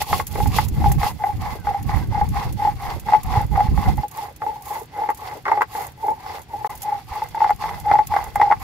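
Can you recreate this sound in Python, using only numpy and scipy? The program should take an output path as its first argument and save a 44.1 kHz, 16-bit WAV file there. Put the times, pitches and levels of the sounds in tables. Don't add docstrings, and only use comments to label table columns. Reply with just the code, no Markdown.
import sys
import numpy as np
from scipy import signal
from scipy.fft import rfft, irfft, next_fast_len
from scipy.io import wavfile
from scipy.ndimage import uniform_filter1d, map_coordinates

SR = 44100
rng = np.random.default_rng(int(sys.argv[2]) if len(sys.argv) > 2 else 0)


def generate_wav(signal):
    frames = np.transpose(np.atleast_2d(signal))
    scaled = np.clip(frames, -1, 1) * 32767
    pcm = np.round(scaled).astype(np.int16)
    wavfile.write(sys.argv[1], SR, pcm)


N = 380583

# (start [s], rise [s], fall [s], hum [dB], rasp [dB], grit [dB], paste fizz [dB])
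STROKES = [(0.0, 0.0077, 0.049, -26, -33, -31, -38.5), (0.034, 0.11, 0.1, -29, -36, -32.5, -35.5),
           (0.289, 0.108, 0.15, -28.5, -36.0, -40, -40), (0.493, 0.077, 0.11, -29.5, -33.5, -31, -36.0),
           (0.719, 0.14, 0.12, -28.0, -34.5, -43.5, -44), (0.973, 0.066, 0.094, -31, -25.5, -34.0, -37),
           (1.181, 0.069, 0.12, -19, -36, -49, -48.5), (1.38, 0.079, 0.14, -28, -31.5, -44, -48.5),
           (1.635, 0.039, 0.2, -23.5, -34.5, -48.5, -53.0), (1.857, 0.055, 0.16, -27.5, -31.0, -44, -48.5),
           (2.099, 0.064, 0.14, -24.5, -32.5, -47, -53.5), (2.315, 0.057, 0.16, -27, -31.0, -41, -49.5),
           (2.561, 0.092, 0.1, -16.5, -29, -42.5, -49.5), (2.754, 0.13, 0.12, -28, -33.5, -43, -49),
           (3.044, 0.065, 0.12, -19.5, -30.5, -43.5, -52), (3.219, 0.16, 0.085, -21.5, -29.5, -40, -48),
           (3.501, 0.08, 0.17, -13.5, -30.5, -45, -50), (3.728, 0.13, 0.099, -23.5, -31, -41, -46),
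           (3.957, 0.03, 0.096, -34, -39, -48, -52.5), (4.094, 0.11, 0.12, -29.5, -37.5, -46.5, -47),
           (4.395, 0.052, 0.21, -25, -42.5, -52.5, -52.5), (4.615, 0.12, 0.12, -29.5, -35.5, -45.5, -40.5),
           (4.911, 0.075, 0.19, -22, -36, -50.5, -54), (5.15, 0.123, 0.15, -32.5, -36.0, -47, -49),
           (5.441, 0.053, 0.18, -15.5, -27.5, -48.5, -58), (5.679, 0.11, 0.13, -30.0, -34.0, -44, -41),
           (5.965, 0.117, 0.12, -23.5, -40.5, -54.5, -52), (6.157, 0.18, 0.095, -34.5, -37, -45, -53),
           (6.48, 0.067, 0.26, -29.5, -45.5, -55.5, -54), (6.621, 0.065, 0.072, -26, -35.5, -48.5, -48.5),
           (6.801, 0.11, 0.13, -19, -34, -49, -54.0), (7.067, 0.089, 0.15, -29.5, -34.5, -45.5, -52.5),
           (7.305, 0.15, 0.091, -18, -30.5, -44, -63), (7.58, 0.05, 0.23, -27.5, -32, -44.5, -49.5),
           (7.824, 0.099, 0.14, -10, -29.0, -47, -68.5), (8.085, 0.057, 0.2, -18.5, -31, -44, -48.5),
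           (8.322, 0.098, 0.18, -17.5, -32.5, -46, -67), (8.593, 0.088, 0.18, -21.5, -17, -40, -40)]
# (level at rest [dB], change of that from further off [dB], power of the stroke's arch [no unit])
STROKE_RESPONSE = [(-64.5, -2.5, 0.6), (-55, -4, 0.7), (-56.5, -7.5, 0.75), (-58.5, -15.5, 0.36)]
# (time [s], distance [0 close to 1 a few steps away], lead of the left side [ms])
DISTANCE = [(0, 0, -.02), (1.1, 0, -.02), (1.15, 0, .06), (4.0, 0, .06), (4.02, 1, -.11), (6.68, 1, -.11),
            (6.69, 0, 0), (8.63, 0, 0)]
# (time [s], level [dB])
BUFFET = [(0.0, -39), (0.13, -25), (0.3, -37.5), (0.42, -17), (0.67, -23.5), (0.73, -13.5), (1.03, -22),
          (1.24, -42), (1.34, -25), (1.75, -36), (1.88, -22.5), (2.55, -25.5), (3.1, -35.5), (3.38, -24.5),
          (3.88, -16), (4.0, -24.5), (4.07, -60), (6.4, -52.5), (7.14, -43.5), (7.3, -44), (7.88, -34),
          (8.63, -40)]
# (time [s], level [dB], pitch [Hz])
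PUFFS = [(.722, -10, 69), (.995, -8, 60.3), (3.268, -13.5, 48), (3.372, -3.5, 100), (3.446, -10, 99),
         (3.686, -1.5, 58.4), (7.11, -21, 69.5)]
# (time [s], ring level [dB], crack level [dB])
KNOCKS = [(0.016, -16, -22.5), (0.129, -8, -13.5), (0.198, -15, -20), (0.356, -21, -27), (0.402, -13, -28),
          (0.458, -17, -28.5), (0.585, -7, -15.5), (0.841, -11.5, -24), (0.859, -8, -33),
          (0.915, -20, -29.5), (1.031, -11.5, -21.5), (1.064, -14, -29), (1.238, -8.5, -23),
          (1.67, -13, -23.5), (1.744, -13.5, -35), (1.893, -16.5, -26), (2.176, -14, -38),
          (2.212, -8, -25.5), (2.619, -15, -38), (2.649, -8.5, -27), (2.673, -9, -29.5),
          (3.085, -11.5, -25.5), (3.122, -8, -25.5), (3.134, -1, -17.5), (3.147, -4, -23),
          (3.559, -14, -22), (3.592, -7, -30), (3.604, -5.5, -23), (3.776, -16.5, -27), (3.978, -20, -36),
          (4.033, -16, -34.5), (4.419, -18, -23.5), (4.464, -15.5, -34), (5.035, -16, -30),
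          (5.089, -9.5, -19.5), (5.101, -13.5, -22), (5.454, -27, -17), (5.465, -16.5, -20),
          (5.481, -12.5, -14), (5.516, -5, -15), (5.574, -11, -24.5), (5.609, -8.5, -18), (5.618, -11, -10),
          (5.751, -18, -27.5), (6.082, -12, -30.5), (6.645, -13.5, -24.5), (7.219, -14, -32),
          (7.346, -18, -30.5), (7.404, -11.5, -26), (7.416, -5, -25.5), (7.443, -7, -20.5),
          (7.494, -9, -24.5), (7.505, -6.5, -18.5), (7.639, -15, -22), (7.914, -3, -13), (7.936, -4, -29),
          (7.953, -4.5, -22.5), (7.988, -4, -21.5), (8.138, -9.5, -20), (8.164, -6, -13),
          (8.357, -9.5, -19.5), (8.398, -8.5, -24), (8.414, -2, -10.5), (8.427, -6, -28.5),
          (8.501, -8, -30.5), (8.512, -3.5, -15.5), (8.523, -6, -14.5)]
# (time [s], level [dB])
SMACKS = [(0.0202, -13.5), (0.2673, -16), (0.2773, -24.5), (0.3247, -28), (0.4725, -20), (0.564, -13),
          (0.6835, -21), (0.917, -11.5), (1.8264, -27), (2.288, -25.5), (2.524, -27), (2.996, -24.5),
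          (3.2312, -24.5), (4.081, -29.5), (4.1121, -27.5), (4.362, -31.5), (4.6215, -28.5), (4.6543, -27),
          (5.101, -26), (5.146, -28), (5.172, -29.5), (5.372, -37), (5.618, -25.5), (6.4162, -31),
          (6.752, -25.5), (6.775, -28), (6.819, -17.5), (6.8296, -20), (7.154, -31.5), (7.286, -30),
          (7.503, -27.5), (7.799, -26.5), (7.899, -35), (8.0695, -19.5), (8.356, -21)]
# (time [s], level [dB])
LIFTS = [(0.131, -6), (0.198, -13)]
# (time [s], level [dB])
BUMPS = [(0.134, -31), (0.193, -24), (0.353, -20), (0.382, -19.5), (0.559, -23.5), (1.552, -24),
         (2.463, -34), (2.962, -27.5), (4.306, -35.5), (4.816, -33), (5.352, -26), (5.369, -33.5)]
# (time [s], length [s], pitch at the start [Hz], pitch at the end [Hz], level [dB])
SQUEAKS = [(1.562, 0.1, 1610, 1380, -51), (2.01, 0.052, 1620, 1400, -47)]
# (frequency [Hz], level [dB])
CRACK_COLOUR = [(150, -29), (400, -21.5), (580, -18), (820, 0.5), (1100, 11.5), (1400, 4), (1750, 0.5),
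                (2080, 8), (2400, -12.5), (3000, -21), (4500, -38), (8000, -69.5)]
# (frequency [Hz], level [dB])
GRIT_COLOUR = [(1500, -18.5), (2400, 2.5), (2700, 5), (3050, -0.5), (3420, 4), (3950, -1), (4400, 3),
               (5200, 0.5), (6500, -7), (9000, -13.5)]
# (frequency [Hz], level [dB])
FIZZ_COLOUR = [(4500, -15.5), (6800, 0.5), (8700, -6), (10500, 1.5), (12600, 3), (13600, 2), (14600, -2.5),
               (15500, -1)]
# (frequency [Hz], level [dB])
SLAB_COLOUR = [(150, -31.5), (280, -14), (440, -0.5), (510, -3), (570, -6), (680, -5.5), (1000, -43)]
# (frequency [Hz], level [dB])
GUST_COLOUR = [(12, -31), (20, -12.5), (54, 2), (113, 0), (217, -11), (329, -20), (450, -29), (580, -31.5),
               (990, -120)]
# (frequency [Hz], level [dB])
HUSH_COLOUR = [(25, -12), (60, 5), (110, 6.5), (200, -5.5), (320, -7.5), (850, -32), (1500, -18.5),
               (4500, -25.5), (6500, -31.5), (15000, -41)]
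# (frequency [Hz], level [dB])
RASP_NEAR_COLOUR = [(300, -47), (560, -29), (780, 14.5), (930, -3), (1100, 4), (1350, -10), (1620, -8.5),
                    (2020, -2.5), (2300, -5.5), (3000, -46), (5000, -62.5)]
# (frequency [Hz], level [dB])
RASP_FAR_COLOUR = [(250, -21.5), (450, 0), (600, -4), (770, 1.5), (860, 3), (1050, -2.5), (1500, -10),
                   (1850, -11.5), (2070, 0.5), (2300, -24), (3000, -44), (5000, -57.5)]
# (frequency [Hz], likeness [0 to 1])
ALIKE = [(100, 1), (400, 0.89), (820, 0.54), (1400, 0.48), (2400, 0.33), (4000, 0.044), (15000, 0.084)]
# (frequency [Hz], time to fall 60 dB [s])
SHELTER_DECAY = [(200, 0.084), (1000, 0.05), (10000, 0.025)]
STONE_HZ, ROLLER_HZ = 828.8, 1090
JUDDER_NEAR_HZ, JUDDER_FAR_HZ = 1093, 842
TURN_SMACK_DB, TURN_SCATTER_DB = -38.5, -3
TOP_HZ = 15650


def amp(db):
    return 10 ** (np.asarray(db) / 20)


def unit(x):
    return x / np.sqrt(np.mean(x ** 2) + 1e-20)


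def along(points, hz):
    f, v = np.transpose(points)
    return np.interp(np.log(hz + 1), np.log(f + 1), v)


def curves(rows):
    s, *cols = np.transpose(rows)
    return [np.interp(np.arange(N) / SR, s, c) for c in cols]


def wobble(rate):
    points = rng.standard_normal(int(N * rate / SR) + 4)
    return map_coordinates(points, [np.arange(N) * rate / SR])


def filtered(x, response):
    m = next_fast_len(N + SR // 2)
    return irfft(rfft(x, m) * response(np.fft.rfftfreq(m, 1 / SR)), m)[..., :N]


def struck(x, spectrum, size=2048):
    cepstrum = irfft(np.log(amp(along(spectrum, np.fft.rfftfreq(size, 1 / SR)))))
    cepstrum[1:size // 2] *= 2
    cepstrum[size // 2 + 1:] = 0
    pulse = irfft(np.exp(rfft(cepstrum)))
    return signal.fftconvolve(x, pulse[None] / np.abs(pulse).max(), axes=1)[:, :N]


def stereo(pair, spectrum):
    def response(hz):
        turn = np.arccos(np.clip(along(ALIKE, hz), -1, 1)) / 2
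        return amp(along(spectrum, hz)) * [np.cos(turn), np.sin(turn)]

    mid, side = filtered(pair, response)
    return unit(np.array([mid + side, mid - side]))


def grains(rate, spread_db, bed_db):
    happens = rng.random(N) < rate / SR
    sizes = happens * amp(spread_db * np.minimum(rng.exponential(size=N), 4))
    fractures = unit(sizes * rng.standard_normal((2, N)))
    return fractures + amp(bed_db) * rng.standard_normal((2, N))


def add(track, s, sound):
    part = track[..., max(round(s * SR), 0):][..., :sound.shape[-1]]
    part += sound[..., :part.shape[-1]]


def delayed(x, ms):
    return map_coordinates(x, [np.arange(N) - ms * SR / 1000])


def pings(rows, t60, attack):
    track, t = np.zeros(N), np.arange(SR // 4) / SR
    for s, db, hz in rows:
        envelope = amp(db - 60 * t / t60) * (1 - np.exp(-t / attack))
        add(track, s, envelope * np.sin(2 * np.pi * hz * t))
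    return track


def travel():
    start, rise, fall, *_ = STROKES[-1]
    turns = [row[0] for row in STROKES] + [start + rise + fall]
    angle = np.pi * np.interp(np.arange(N) / SR, turns, np.arange(len(turns)))
    return .5 + .5 * np.cos(angle), np.abs(np.sin(angle))


def stroke_levels(far):
    t = np.arange(N) / SR
    rest = np.array([db + far_db * far for db, far_db, _ in STROKE_RESPONSE])
    power = np.abs([[row[2]] for row in STROKE_RESPONSE])
    swell = np.zeros_like(rest)
    for start, rise, fall, *peaks in STROKES:
        end = start + rise + fall
        span = slice(*np.searchsorted(t, [start, end]))
        progress = np.interp(t[span], [start, start + rise, end], [0, .5, 1])
        arch = np.abs(np.sin(np.pi * progress))
        climb = (np.array(peaks)[:, None] - rest[:, span]) * arch ** power
        swell[:, span] = np.maximum(swell[:, span], climb)
    return rest + swell


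def airborne():
    lift, t = np.zeros(N), np.arange(SR // 30) / SR
    for row in KNOCKS:
        add(lift, row[0] - .013, np.abs(np.sin(np.pi * t / t[-1])) ** .5)
    return np.minimum(lift, 1)


def air():
    buffet_db, = curves(BUFFET)
    lumps = amp(8.2 * np.tanh([wobble(35), wobble(35)]))
    swirl = filtered(rng.standard_normal((2, N)), lambda hz: amp(along(GUST_COLOUR, hz)))
    puffs = amp(0.5) * pings(PUFFS, t60=0.07, attack=0.0029)
    gusts = amp(buffet_db) * unit(lumps * swirl) + puffs
    hush = amp(-46.5) * stereo(rng.standard_normal((2, N)), HUSH_COLOUR)
    return gusts * amp([[-1.6], [1.6]]) + hush


def rolling(note_hz, hum_db, rasp_db, wander_hz, flutter_db):
    hz = note_hz + wander_hz * wobble(130)
    flutter = amp(flutter_db * np.minimum(wobble(85), 1.3))
    note = unit(np.sin(2 * np.pi * np.cumsum(hz) / SR) * flutter)
    clear = np.sqrt(np.clip(1 - amp(rasp_db - hum_db - 3.5) ** 2, .08, 1))
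    return amp(hum_db) * clear * note


def rasping(rasp_db, place, speed):
    catches = grains(rate=1000, spread_db=2.5, bed_db=-4.5)
    near = (1 - place) * stereo(catches, RASP_NEAR_COLOUR)
    colour = near + place * stereo(catches, RASP_FAR_COLOUR)
    pushing = speed * (np.gradient(place) > 0)
    return amp(rasp_db + 1.64 * pushing + 1.65 * wobble(110)) * colour


def crushing(grit_db, fizz_db, place, speed):
    jerks = wobble(60)
    grit_noise = stereo(grains(rate=4200, spread_db=4.0, bed_db=2.0), GRIT_COLOUR)
    grit = amp(grit_db + 2.1 * jerks) * grit_noise
    fizz_level = amp(fizz_db + 0.84 * speed + jerks + 2.0 * wobble(90))
    fizz = fizz_level * stereo(grains(rate=3000, spread_db=-4.5, bed_db=1.0), FIZZ_COLOUR)
    direct = grit * amp([[-.8], [.8]]) + fizz * amp([[-1.2], [1.2]])
    echo = np.array([delayed(side, 0.41 + .5 * place) for side in direct])
    return direct + 0.12 * echo


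def ticks(fizz_db, rate, level_db, spread_db, t60):
    happens = rng.random(N) < rate / SR
    pops = happens * amp(spread_db * np.clip(rng.standard_normal(N), -2, 2))
    bursts = signal.fftconvolve(pops, amp(-60 * np.arange(SR // 20) / SR / t60))[:N]
    return amp(fizz_db + level_db) * bursts * stereo(rng.standard_normal((2, N)), FIZZ_COLOUR)


def slab(stone, grit_db, far, jolt_db, bump_t60):
    strength = np.sqrt(np.abs(uniform_filter1d(stone ** 2, size=500)))
    force = strength * amp(-22.5 + 9.3 * far) + amp(grit_db + jolt_db)
    t = np.arange(SR // 8) / SR
    for s, db in BUMPS:
        add(force, s, amp(db) * (1 - np.exp(-t / 0.0014)) * amp(-60 * t / bump_t60))
    return force * stereo(rng.standard_normal((2, N)), SLAB_COLOUR)


def knocks(note_hz, t60, attack, crack_t60, sag, ring_db, crack_db, crunch_db):
    rings, blows, t = np.zeros(N), np.zeros((2, N)), np.arange(SR // 8) / SR
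    gaps = np.diff([row[0] for row in KNOCKS], append=N / SR + 1)
    for (s, db, hit_db), gap, contact in zip(KNOCKS, gaps, rng.standard_normal(len(KNOCKS))):
        softness = np.clip((db - hit_db) / 14, .3, 1.6)
        swell = (1 - np.exp(-t / (attack * softness))) * amp(-60 * t / (t60 * np.sqrt(softness)))
        stop = np.clip((gap - t) / 0.0036, 0, 1)
        hz = note_hz[round(s * SR)] * (1 + 0.027 * contact + sag * np.exp(-t / 0.087))
        tone = np.sin(2 * np.pi * np.cumsum(hz) / SR)
        add(rings, s, amp(db + ring_db) * swell / swell.max() * stop * tone)
        shared = rng.standard_normal(len(t))
        chatter = 0.1 * (shared + 0.98 * rng.standard_normal((2, len(t)))) * amp(-60 * t / crack_t60)
        chatter[:, 0] += 1
        add(blows, s, amp(hit_db + crack_db) * chatter)
    return rings + struck(blows, CRACK_COLOUR) + amp(crunch_db) * struck(blows, GRIT_COLOUR)


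def smacks(t60, attack, level_db, snap_db):
    bursts, t = np.zeros(N), np.arange(SR // 12) / SR
    lucks = rng.standard_normal(len(STROKES))
    turns = [(start + rise + fall, TURN_SMACK_DB + TURN_SCATTER_DB * luck)
             for (start, rise, fall, *_), luck in zip(STROKES, lucks)]
    for s, db in list(SMACKS) + turns:
        add(bursts, s, amp(db + level_db - 60 * t / t60) * (1 - np.exp(-t / attack)))
    crackle = grains(rate=2600, spread_db=8.5, bed_db=8)
    colour = stereo(crackle, FIZZ_COLOUR) + amp(snap_db) * stereo(crackle, GRIT_COLOUR)
    return bursts * colour * amp([[-1], [1]])


def juddering(rasp_db, place, level_db, fade_db, wander_hz, flutter_db):
    centre_hz = JUDDER_NEAR_HZ + (JUDDER_FAR_HZ - JUDDER_NEAR_HZ) * place
    hz = centre_hz + wander_hz * wobble(330)
    note = unit(np.sin(2 * np.pi * np.cumsum(hz) / SR) * amp(flutter_db * wobble(120)))
    pushing = uniform_filter1d(1.0 * (np.gradient(place) > 0), size=800)
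    return pushing * amp(rasp_db + level_db - fade_db * place) * note


def free_roller():
    return pings([(s, db, ROLLER_HZ) for s, db in LIFTS], t60=0.058, attack=0.0047)


def squeaks():
    track = np.zeros(N)
    for s, length, start_hz, end_hz, db in SQUEAKS:
        u = np.linspace(0, 1, round(length * SR))
        hz = start_hz + (end_hz - start_hz) * u ** 2
        add(track, s, amp(db) * np.sin(np.pi * u) * np.sin(2 * np.pi * np.cumsum(hz) / SR))
    return track


def shelter(x):
    hz, t, z = signal.stft(rng.standard_normal((2, SR // 3)), SR, nperseg=256)
    decay = amp(-60 * t / along(SHELTER_DECAY, hz)[:, None])
    tail = signal.istft(z * decay, SR, nperseg=256)[1]
    late = np.pad(x, ((0, 0), (300, 0)))
    return signal.fftconvolve(late, tail / np.linalg.norm(tail[0]), axes=1)[:, :N]


def scene():
    far, lead_ms = curves(DISTANCE)
    hum_db, rasp_db, grit_db, fizz_db = stroke_levels(far)
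    place, speed = travel()
    hop = airborne()
    note_hz = STONE_HZ + 20 * far

    stone = knocks(note_hz, t60=0.059, attack=0.0024, crack_t60=0.043, sag=0.0077,
                   ring_db=-0.5, crack_db=2.5, crunch_db=-16)
    stone = stone + free_roller()
    hum = rolling(note_hz, hum_db, rasp_db, wander_hz=35.83, flutter_db=6.5)
    hum = hum + juddering(rasp_db, place, level_db=-2.5, fade_db=1, wander_hz=95.9, flutter_db=5.5)
    stone = stone + amp(-9 * hop) * hum
    rasp = amp(-4 * hop) * rasping(rasp_db, place, speed)
    left, right = stone * amp([[.4], [-.4]]) + rasp * amp([[-1.2], [1.2]])
    stones = np.array([delayed(left, -lead_ms / 2), delayed(right, lead_ms / 2)])

    rumble = amp(-2.5) * slab(stone[0], grit_db, far, jolt_db=-9, bump_t60=0.069)
    spice = crushing(grit_db, fizz_db, place, speed)
    spice = spice + smacks(t60=0.034, attack=0.0012, level_db=-4.0, snap_db=-17.0)
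    spice = spice + ticks(fizz_db, rate=11, level_db=8, spread_db=7.5, t60=0.016)
    work = stones + rumble + spice + squeaks()
    return work + shelter(work * amp(-13.5 + 4 * far)) + air()


def record(dry):
    live = np.clip((np.abs(np.arange(N) / SR - 6.685) - .009) / .002, 0, 1)
    rounded = dry / (1 + np.abs(dry) ** 6) ** (1 / 6)
    return filtered(rounded * live, lambda hz: hz < TOP_HZ)


dry = scene()
out = record(dry)
generate_wav(out)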